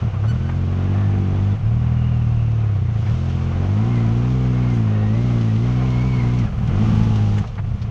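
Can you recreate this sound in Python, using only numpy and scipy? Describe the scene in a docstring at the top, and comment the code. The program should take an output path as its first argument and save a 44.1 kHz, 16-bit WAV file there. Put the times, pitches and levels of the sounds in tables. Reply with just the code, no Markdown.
"""Side-by-side on a forest trail

A twin-cylinder side-by-side crawls over stony ground, heard from on board. Each firing rings the
exhaust; the throttle opens and closes, and a few times the engine stumbles on the overrun.
Valves clatter, gears whine, tyres crunch over grit and twigs, the chassis knocks, a brake squeaks."""
import sys
import numpy as np
from scipy import signal
from scipy.fft import rfft, irfft
from scipy.io import wavfile
from scipy.ndimage import uniform_filter1d

SR = 44100
rng = np.random.default_rng(int(sys.argv[2]) if len(sys.argv) > 2 else 0)


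def to_wav(sig):
    """Store sig (one row per channel, or 1-D mono) as 16-bit WAV at the path in sys.argv[1].

    Samples outside -1..1 are clipped; the rate is SR.
    """
    pcm = np.clip(np.atleast_2d(sig), -1, 1) * 32767
    pcm = np.round(pcm).astype(np.int16)
    wavfile.write(sys.argv[1], SR, pcm.T)  # frames by channels


N = 348390
TIME = np.arange(N) / SR


def undb(db):
    """Decibels to gain."""
    return 10 ** (np.asarray(db) / 20)


def curve(table):
    """(time_s, value) rows joined by straight lines."""
    return np.interp(TIME, *np.transpose(table))


def unit(x):
    """Scale to rms 1."""
    return x / np.sqrt(np.mean(x ** 2))


def steady(x, size=2600):
    """Scale to a running rms of 1, keeping single beats."""
    power = uniform_filter1d(uniform_filter1d(x ** 2, size), size)
    return x / np.sqrt(np.abs(power) + 1e-6 * np.mean(x ** 2))


def noise():
    """White noise."""
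    return rng.standard_normal(N)


def walk(rate_hz):
    """Random steps, smoothed twice; rms 1."""
    hold = int(SR / rate_hz)
    steps = np.repeat(rng.standard_normal(N // hold + 1), hold)
    return unit(uniform_filter1d(uniform_filter1d(steps, hold), hold)[:N])


def ring(x, spectrum, size=16384):
    """Minimum-phase filter through (freq_hz, gain_db) points."""
    hz, db = np.transpose(spectrum)
    bins_hz = np.arange(size // 2 + 1) * SR / size
    log_gain = np.log(undb(np.interp(np.log(bins_hz + 1), np.log(hz), db)))
    cepstrum = irfft(log_gain)[:size // 2]
    cepstrum[1:] *= 2
    response = irfft(np.exp(rfft(cepstrum, size)))[:size // 2]
    return signal.fftconvolve(x, response)[:N]


def below(x, hz, order=4):
    """Zero-phase low-pass."""
    return signal.sosfiltfilt(signal.butter(order, hz, fs=SR, output="sos"), x)


def burst(start_s, decay_s, rise_s):
    """Envelope of a blow."""
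    age_s = np.maximum(TIME - start_s, 0)
    return (1 - np.exp(-age_s / rise_s)) * np.exp(-age_s / decay_s)


def swell(centre_s, sigma_s):
    """Gaussian envelope."""
    return np.exp(-.5 * ((TIME - centre_s) / sigma_s) ** 2)


def impulses(times_s, sizes):
    """One click per time."""
    out = np.zeros(N)
    np.add.at(out, np.clip((times_s * SR).astype(int), 0, N - 1), sizes)
    return out


def ping(hz, decay_s, swell_cycles=0.51, size=4096):
    """One resonance: swells to a crest at the middle sample, then rings down."""
    t = np.arange(-size, size + 1) / SR
    rise = np.exp(-.5 * (np.minimum(t, 0) * hz / swell_cycles) ** 2)
    return rise * np.exp(-np.maximum(t, 0) / decay_s) * np.cos(2 * np.pi * hz * t)


# Engine speed: time_s, firing_hz
ENGINE_SPEED = [(0, 45.5), (0.12, 30.05), (0.3, 38.9), (0.42, 43.2), (0.86, 46.77), (1, 50.76),
                (1.3, 47.02), (1.53, 51.4), (1.58, 28.77), (1.65, 36.9), (1.8, 39.98), (2.05, 40.2),
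                (2.6, 37), (2.95, 27.16), (3.03, 29.1), (3.1, 38.36), (3.2, 43.68), (3.48, 43.02),
                (3.68, 47.98), (3.9, 60.58), (4.07, 55.82), (4.33, 63.73), (4.7, 60.53), (4.87, 53.16),
                (5.08, 52.97), (5.25, 61.5), (5.52, 53.9), (5.66, 60.98), (5.85, 63.28), (5.97, 60.83),
                (6.08, 64.6), (6.25, 59.24), (6.39, 62.2), (6.45, 52.9), (6.5, 35.92), (6.66, 37.62),
                (6.83, 56.93), (6.96, 53.4), (7.05, 55.4), (7.2, 52.2), (7.41, 52), (7.47, 40),
                (7.62, 22.12), (7.7, 30.4), (7.9, 27.2)]
# Engine load: time_s, load_fraction
ENGINE_LOAD = [(0, 0.62), (.6, 0.33), (1.0, .68), (1.52, 0.33), (1.7, 0.29), (2.9, 0.38), (3.2, 0.46),
               (3.8, 0.66), (4.2, 0.51), (4.7, 0.64), (5.1, 0.63), (5.8, 0.47), (6.4, 0.4), (6.85, 0.97),
               (7.35, 0.37), (7.6, 0.02), (7.9, 0.4)]


def crank():
    """The twin fires once per turn; pull is the load relative to half load."""
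    firing_hz = curve(ENGINE_SPEED)
    turns = np.cumsum(firing_hz) / SR
    firings_s = TIME[np.flatnonzero(np.diff(np.floor(turns)))]
    pull = curve(ENGINE_LOAD) - .5
    return firing_hz, turns, firings_s, pull


# Pipe, silencer and air box modes, grouped as boom, bark, rasp: freq_hz, decay_s, relative_db
EXHAUST_MODES = [
    [(55.6, 0.0057, -35.5), (105.56, 0.02, 2)],
    [(165.5, 0.023, -2), (209.6, 0.032, 12), (246.6, 0.01, 0)],
    [(307.4, 0.044, 2), (338.7, 0.017, 8.5), (407, 0.034, -18), (439.3, 0.018, -2)],
]
# Exhaust at half load: firing_hz, boom_db, bark_db, rasp_db
EXHAUST_LEVELS = [(26.4, -18.5, -34.5, -44), (36.4, -17, -38.5, -41.5), (40.2, -17, -27, -46.5),
                  (42, -20.5, -31.5, -41), (48, -18.5, -27.5, -33.5), (50, -16.5, -28, -38.5),
                  (56.1, -17.5, -23.5, -36), (61.36, -18, -25.5, -33)]
# Gain from no load to full load: boom_db, bark_db, rasp_db
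LOAD_GAIN_DB = [0, 7.5, 5.5]
# Travel time to the cab: boom_s, bark_s, rasp_s
CAB_DELAY_S = [.003, .0038, .0055]
# Scatter between firings: boom_db, bark_db, rasp_db
FIRING_SCATTER_DB = [.5, .7, 1.2]


def exhaust(firings_s, firing_hz, pull, jitter_s=.00006, imbalance_db=0.2):
    """Gas pulses ring the pipe; speed sets how well it answers, load lifts the upper modes."""
    strength, timing = rng.standard_normal((len(firings_s), 2)).T
    cylinder_db = imbalance_db * (-1) ** np.arange(len(firings_s))
    speeds_hz, *levels_db = np.transpose(EXHAUST_LEVELS)
    groups = zip(EXHAUST_MODES, levels_db, LOAD_GAIN_DB, CAB_DELAY_S, FIRING_SCATTER_DB)
    out = 0
    for modes, level_db, load_db, delay_s, scatter_db in groups:
        arrivals_s = firings_s + delay_s + jitter_s * timing
        pulses = impulses(arrivals_s, undb(scatter_db * strength + cylinder_db))
        response = sum(undb(db) * ping(hz, decay_s) for hz, decay_s, db in modes)
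        gain = undb(np.interp(firing_hz, speeds_hz, level_db) + load_db * pull)
        out += steady(signal.fftconvolve(pulses, response, "same")) * gain
    return out


# Shut throttle: start_s, end_s, gain_db
THROTTLE_CUTS = [(0.098, .125, -11), (.125, 0.215, -2.5), (1.557, 1.633, -5), (6.459, 6.578, -11),
                 (6.56, 6.685, -4.5), (7.42, 7.576, -15.5), (7.582, 7.91, -4.5), (7.764, 7.797, -16)]


def stumble_db(fade_s=0.01):
    """Firings go weak while the throttle is shut."""
    drop_db = sum(db * ((TIME > start_s) & (TIME < end_s)) for start_s, end_s, db in THROTTLE_CUTS)
    return uniform_filter1d(drop_db, int(fade_s * SR))


# Engine casing and panels: freq_hz, relative_db
CASING_SPECTRUM = [(200, -18.5), (400, 9), (520, 0.5), (620, -3), (760, 0.5), (900, -7), (1050, -3.5),
                   (1300, -5.5), (1750, -13), (2150, -13), (2800, -16.5), (3900, -30), (5200, -40.5),
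                   (12000, -88.5)]


def clatter(firings_s, turns, tap_s=.035, valve_db=-5, throb=0.023, flicker_db=1.0, size=3000):
    """Valve taps repeat every second firing; combustion noise throbs with the crank."""
    taps = rng.standard_normal(size) * np.exp(-np.arange(size) / SR / tap_s)
    cam_s = firings_s[::2]
    strikes = impulses(cam_s, undb(.5 * rng.standard_normal(len(cam_s))))
    valves = signal.fftconvolve(strikes, taps)[:N]
    combustion = noise() * (1 + throb * np.cos(2 * np.pi * turns))
    casing = ring(undb(valve_db) * steady(valves) + combustion, CASING_SPECTRUM)
    casing -= below(casing, hz=430)  # small panels radiate no bass
    return unit(casing) * undb(flicker_db * walk(25))


# Engine tones: centre_s, sigma_s, crank_order, level_db
ENGINE_ORDERS = [(.9, 0.15, 13, -45.5), (1.2, 0.087, 16, -44), (3.852, 0.3, 13, -46.5),
                 (3.9, .2, 17.5, -45), (5.2, .35, 10, -43), (6.05, 0.22, 15.5, -47),
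                 (6.058, .25, 16.5, -42), (7.1, 0.28, 15.5, -40.5), (6.952, 0.16, 21.5, -43.5)]


def engine_tones(turns, flicker_db=2.5, wander_rad=.55):
    """Single crank and cam orders swell out of the clatter and fade."""
    out = 0
    for centre_s, sigma_s, order, db in ENGINE_ORDERS:
        envelope = undb(db + flicker_db * walk(8.6)) * swell(centre_s, sigma_s)
        out += envelope * np.sin(2 * np.pi * order * turns + wander_rad * walk(50))
    return out


# Gear tones: centre_s, sigma_s, mesh_harmonic, level_db
GEAR_TONES = [(.3, 0.25, 1, -52), (1.0, 0.17, 1, -52.5), (2.198, 0.72, 2, -56), (3.972, 0.051, 1, -44),
              (4.65, 0.2, 1, -50.5), (5.251, 0.21, 1, -47), (6.02, 0.31, 1, -43.5), (6.47, 0.051, 1, -53),
              (5.8, .7, 2, -60)]


def gear_whine(turns, mesh_order=35.3):
    """Teeth mesh in step with the crank; backlash smears the tones and makes them flutter."""
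    backlash_rad = 1.25 * walk(180)
    flutter = unit(undb(3 * walk(90) + 2 * walk(14)))
    phase = 2 * np.pi * mesh_order * turns + backlash_rad
    tones = sum(undb(db) * swell(centre_s, sigma_s) * np.sin(harmonic * phase)
                for centre_s, sigma_s, harmonic, db in GEAR_TONES)
    return np.sqrt(2) * flutter * tones


# Body rumble: freq_hz, relative_db
BODY_SPECTRUM = [(8, -6), (18, -10.5), (32, 5.5), (55, 4), (90, -0.5), (200, 1), (500, -61.5)]
# Body shake: time_s, level_db
BODY_SHAKE = [(0, -32.5), (1.2, -28), (2.2, -34.5), (3.4, -30), (4.4, -34.5), (5.0, -28.5), (5.7, -36.5),
              (6.8, -22), (7.9, -31)]
# Knocks: start_s, gain_db, decay_s, cutoff_hz
CHASSIS_KNOCKS = [(0.237, -26.5, 0.011, 1160), (0.488, -28.5, 0.01, 1994), (3.062, -37.5, 0.02, 2200),
                  (7.38, -24, 0.0064, 2400), (7.437, -28, 0.0086, 1303), (7.578, -29.5, 0.011, 2100),
                  (7.59, -30, 0.0027, 800), (7.815, -37.5, 0.01, 5620)]


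def chassis(bumps_db=2.5):
    """The body rumbles over bumps; suspension and panels knock."""
    rumble = ring(noise(), BODY_SPECTRUM) * undb(bumps_db * walk(7))
    out = unit(rumble) * undb(curve(BODY_SHAKE))
    panel = below(noise(), hz=7370)
    panel -= below(panel, hz=380, order=2)
    for start_s, db, decay_s, cutoff_hz in CHASSIS_KNOCKS:
        envelope = 2 * undb(db) * burst(start_s, decay_s, rise_s=0.0085)
        out += envelope * unit(below(panel, cutoff_hz, order=2))
    return out


# Grit and belt hiss: freq_hz, relative_db
GRIT_SPECTRUM = [(1200, -7), (3000, 7), (4000, 0), (4800, -2), (6300, -2.5), (7100, -9), (8000, -16.5),
                 (10000, -26), (12000, -42.5), (15000, -56)]
# Tyre hiss on loose ground at cruising speed: time_s, level_db
GROUND_HISS = [(0, -51), (1.5, -51.5), (1.7, -53), (2.88, -52), (3.0, -46), (3.5, -49), (5.0, -51),
               (5.3, -48), (6.4, -48), (6.55, -52), (6.9, -44.5), (7.35, -46.5), (7.55, -53), (7.9, -51.5)]
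# Twigs and stones: start_s, gain_db
TWIG_SNAPS = [(3.299, -45), (3.9564, -45), (4.3029, -44.5), (4.7018, -45), (4.7599, -49), (5.4111, -42),
              (5.9029, -43), (6.388, -38), (6.4289, -62), (6.675, -41.5), (7.0319, -40), (7.1569, -37),
              (7.3853, -48), (7.4728, -43.5), (7.5542, -49)]


def tyres(speed_octaves, db_per_octave=4.5, grains_per_s=500, grain_db=-9, ticks_per_s=14, tick_db=-17):
    """Grit crackles in a hiss that rises with speed; pebbles tick, twigs and stones snap."""
    tick_s = .002
    sizes = undb(2 * np.minimum(rng.exponential(size=N), 3))
    grains = (rng.random(N) < grains_per_s / SR) * noise() * sizes
    pebbles = (rng.random(N) < ticks_per_s / SR) * sizes
    ticks = signal.lfilter([1], [1, -np.exp(-1 / (tick_s * SR))], pebbles) * noise()
    contact = noise() + undb(grain_db) * unit(grains) + undb(tick_db) * unit(ticks)
    hiss_db = curve(GROUND_HISS) + db_per_octave * speed_octaves
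    crunch = unit(ring(contact, GRIT_SPECTRUM)) * undb(hiss_db)
    snaps = sum(undb(db) * burst(start_s, decay_s=0.012, rise_s=0.000067) for start_s, db in TWIG_SNAPS)
    return crunch + snaps * unit(ring(noise(), GRIT_SPECTRUM))


# Squeaks: centre_s, sigma_s, pitch_hz, level_db, slope_db_per_harmonic
BRAKE_SQUEAKS = [(.3, 0.015, 1483, -38.5, -4.5), (.46, 0.031, 1508, -46, -8),
                 (2.64, .08, 1261, -53.5, -9.5)]


def brake(wander_rad=0.52, harmonics=7):
    """A pad sticks and slips on its disc; harder bites are brighter."""
    out = 0
    for centre_s, sigma_s, pitch_hz, db, slope_db in BRAKE_SQUEAKS:
        phase = 2 * np.pi * pitch_hz * TIME + wander_rad * walk(110)
        tone = sum(undb(slope_db * k) * np.sin((k + 1) * phase) for k in range(harmonics))
        out += undb(db) * swell(centre_s, sigma_s) * unit(tone)
    return out


# Leaves on plastic: freq_hz, relative_db
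LEAF_SPECTRUM = [(2000, -11), (6500, 7), (9000, -10), (15000, -18)]
# Swishes: centre_s, sigma_s, level_db
LEAF_SWISHES = [(4.755, 0.033, -56.5), (7.387, .008, -45.5)]


def undergrowth():
    """Leaves brush along the side."""
    envelope = sum(undb(db) * swell(centre_s, sigma_s) for centre_s, sigma_s, db in LEAF_SWISHES)
    return unit(ring(noise(), LEAF_SPECTRUM)) * envelope


def scene(cruise_hz=50):
    """One crank drives exhaust, valves and gears over the trail noise; mono."""
    firing_hz, turns, firings_s, pull = crank()
    speed_octaves = np.log2(firing_hz / cruise_hz)
    drop_db = stumble_db()
    clatter_db = -38 + 3.5 * speed_octaves + 7 * pull + 0.1 * drop_db
    engine = exhaust(firings_s, firing_hz, pull) * undb(drop_db)
    engine += clatter(firings_s, turns) * undb(clatter_db)
    engine += engine_tones(turns) + gear_whine(turns)
    return (engine + tyres(speed_octaves) + undergrowth() + chassis() + brake())[None]


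def record(dry, dull_hz=9500, top_hz=15600):
    """A covered microphone dulls the treble; a steep low-pass cuts the top."""
    dull = signal.sosfilt(signal.butter(2, dull_hz, fs=SR, output="sos"), dry)
    return signal.sosfilt(signal.ellip(8, .2, 70, top_hz, fs=SR, output="sos"), dull)


dry = scene()
out = record(dry)
to_wav(out)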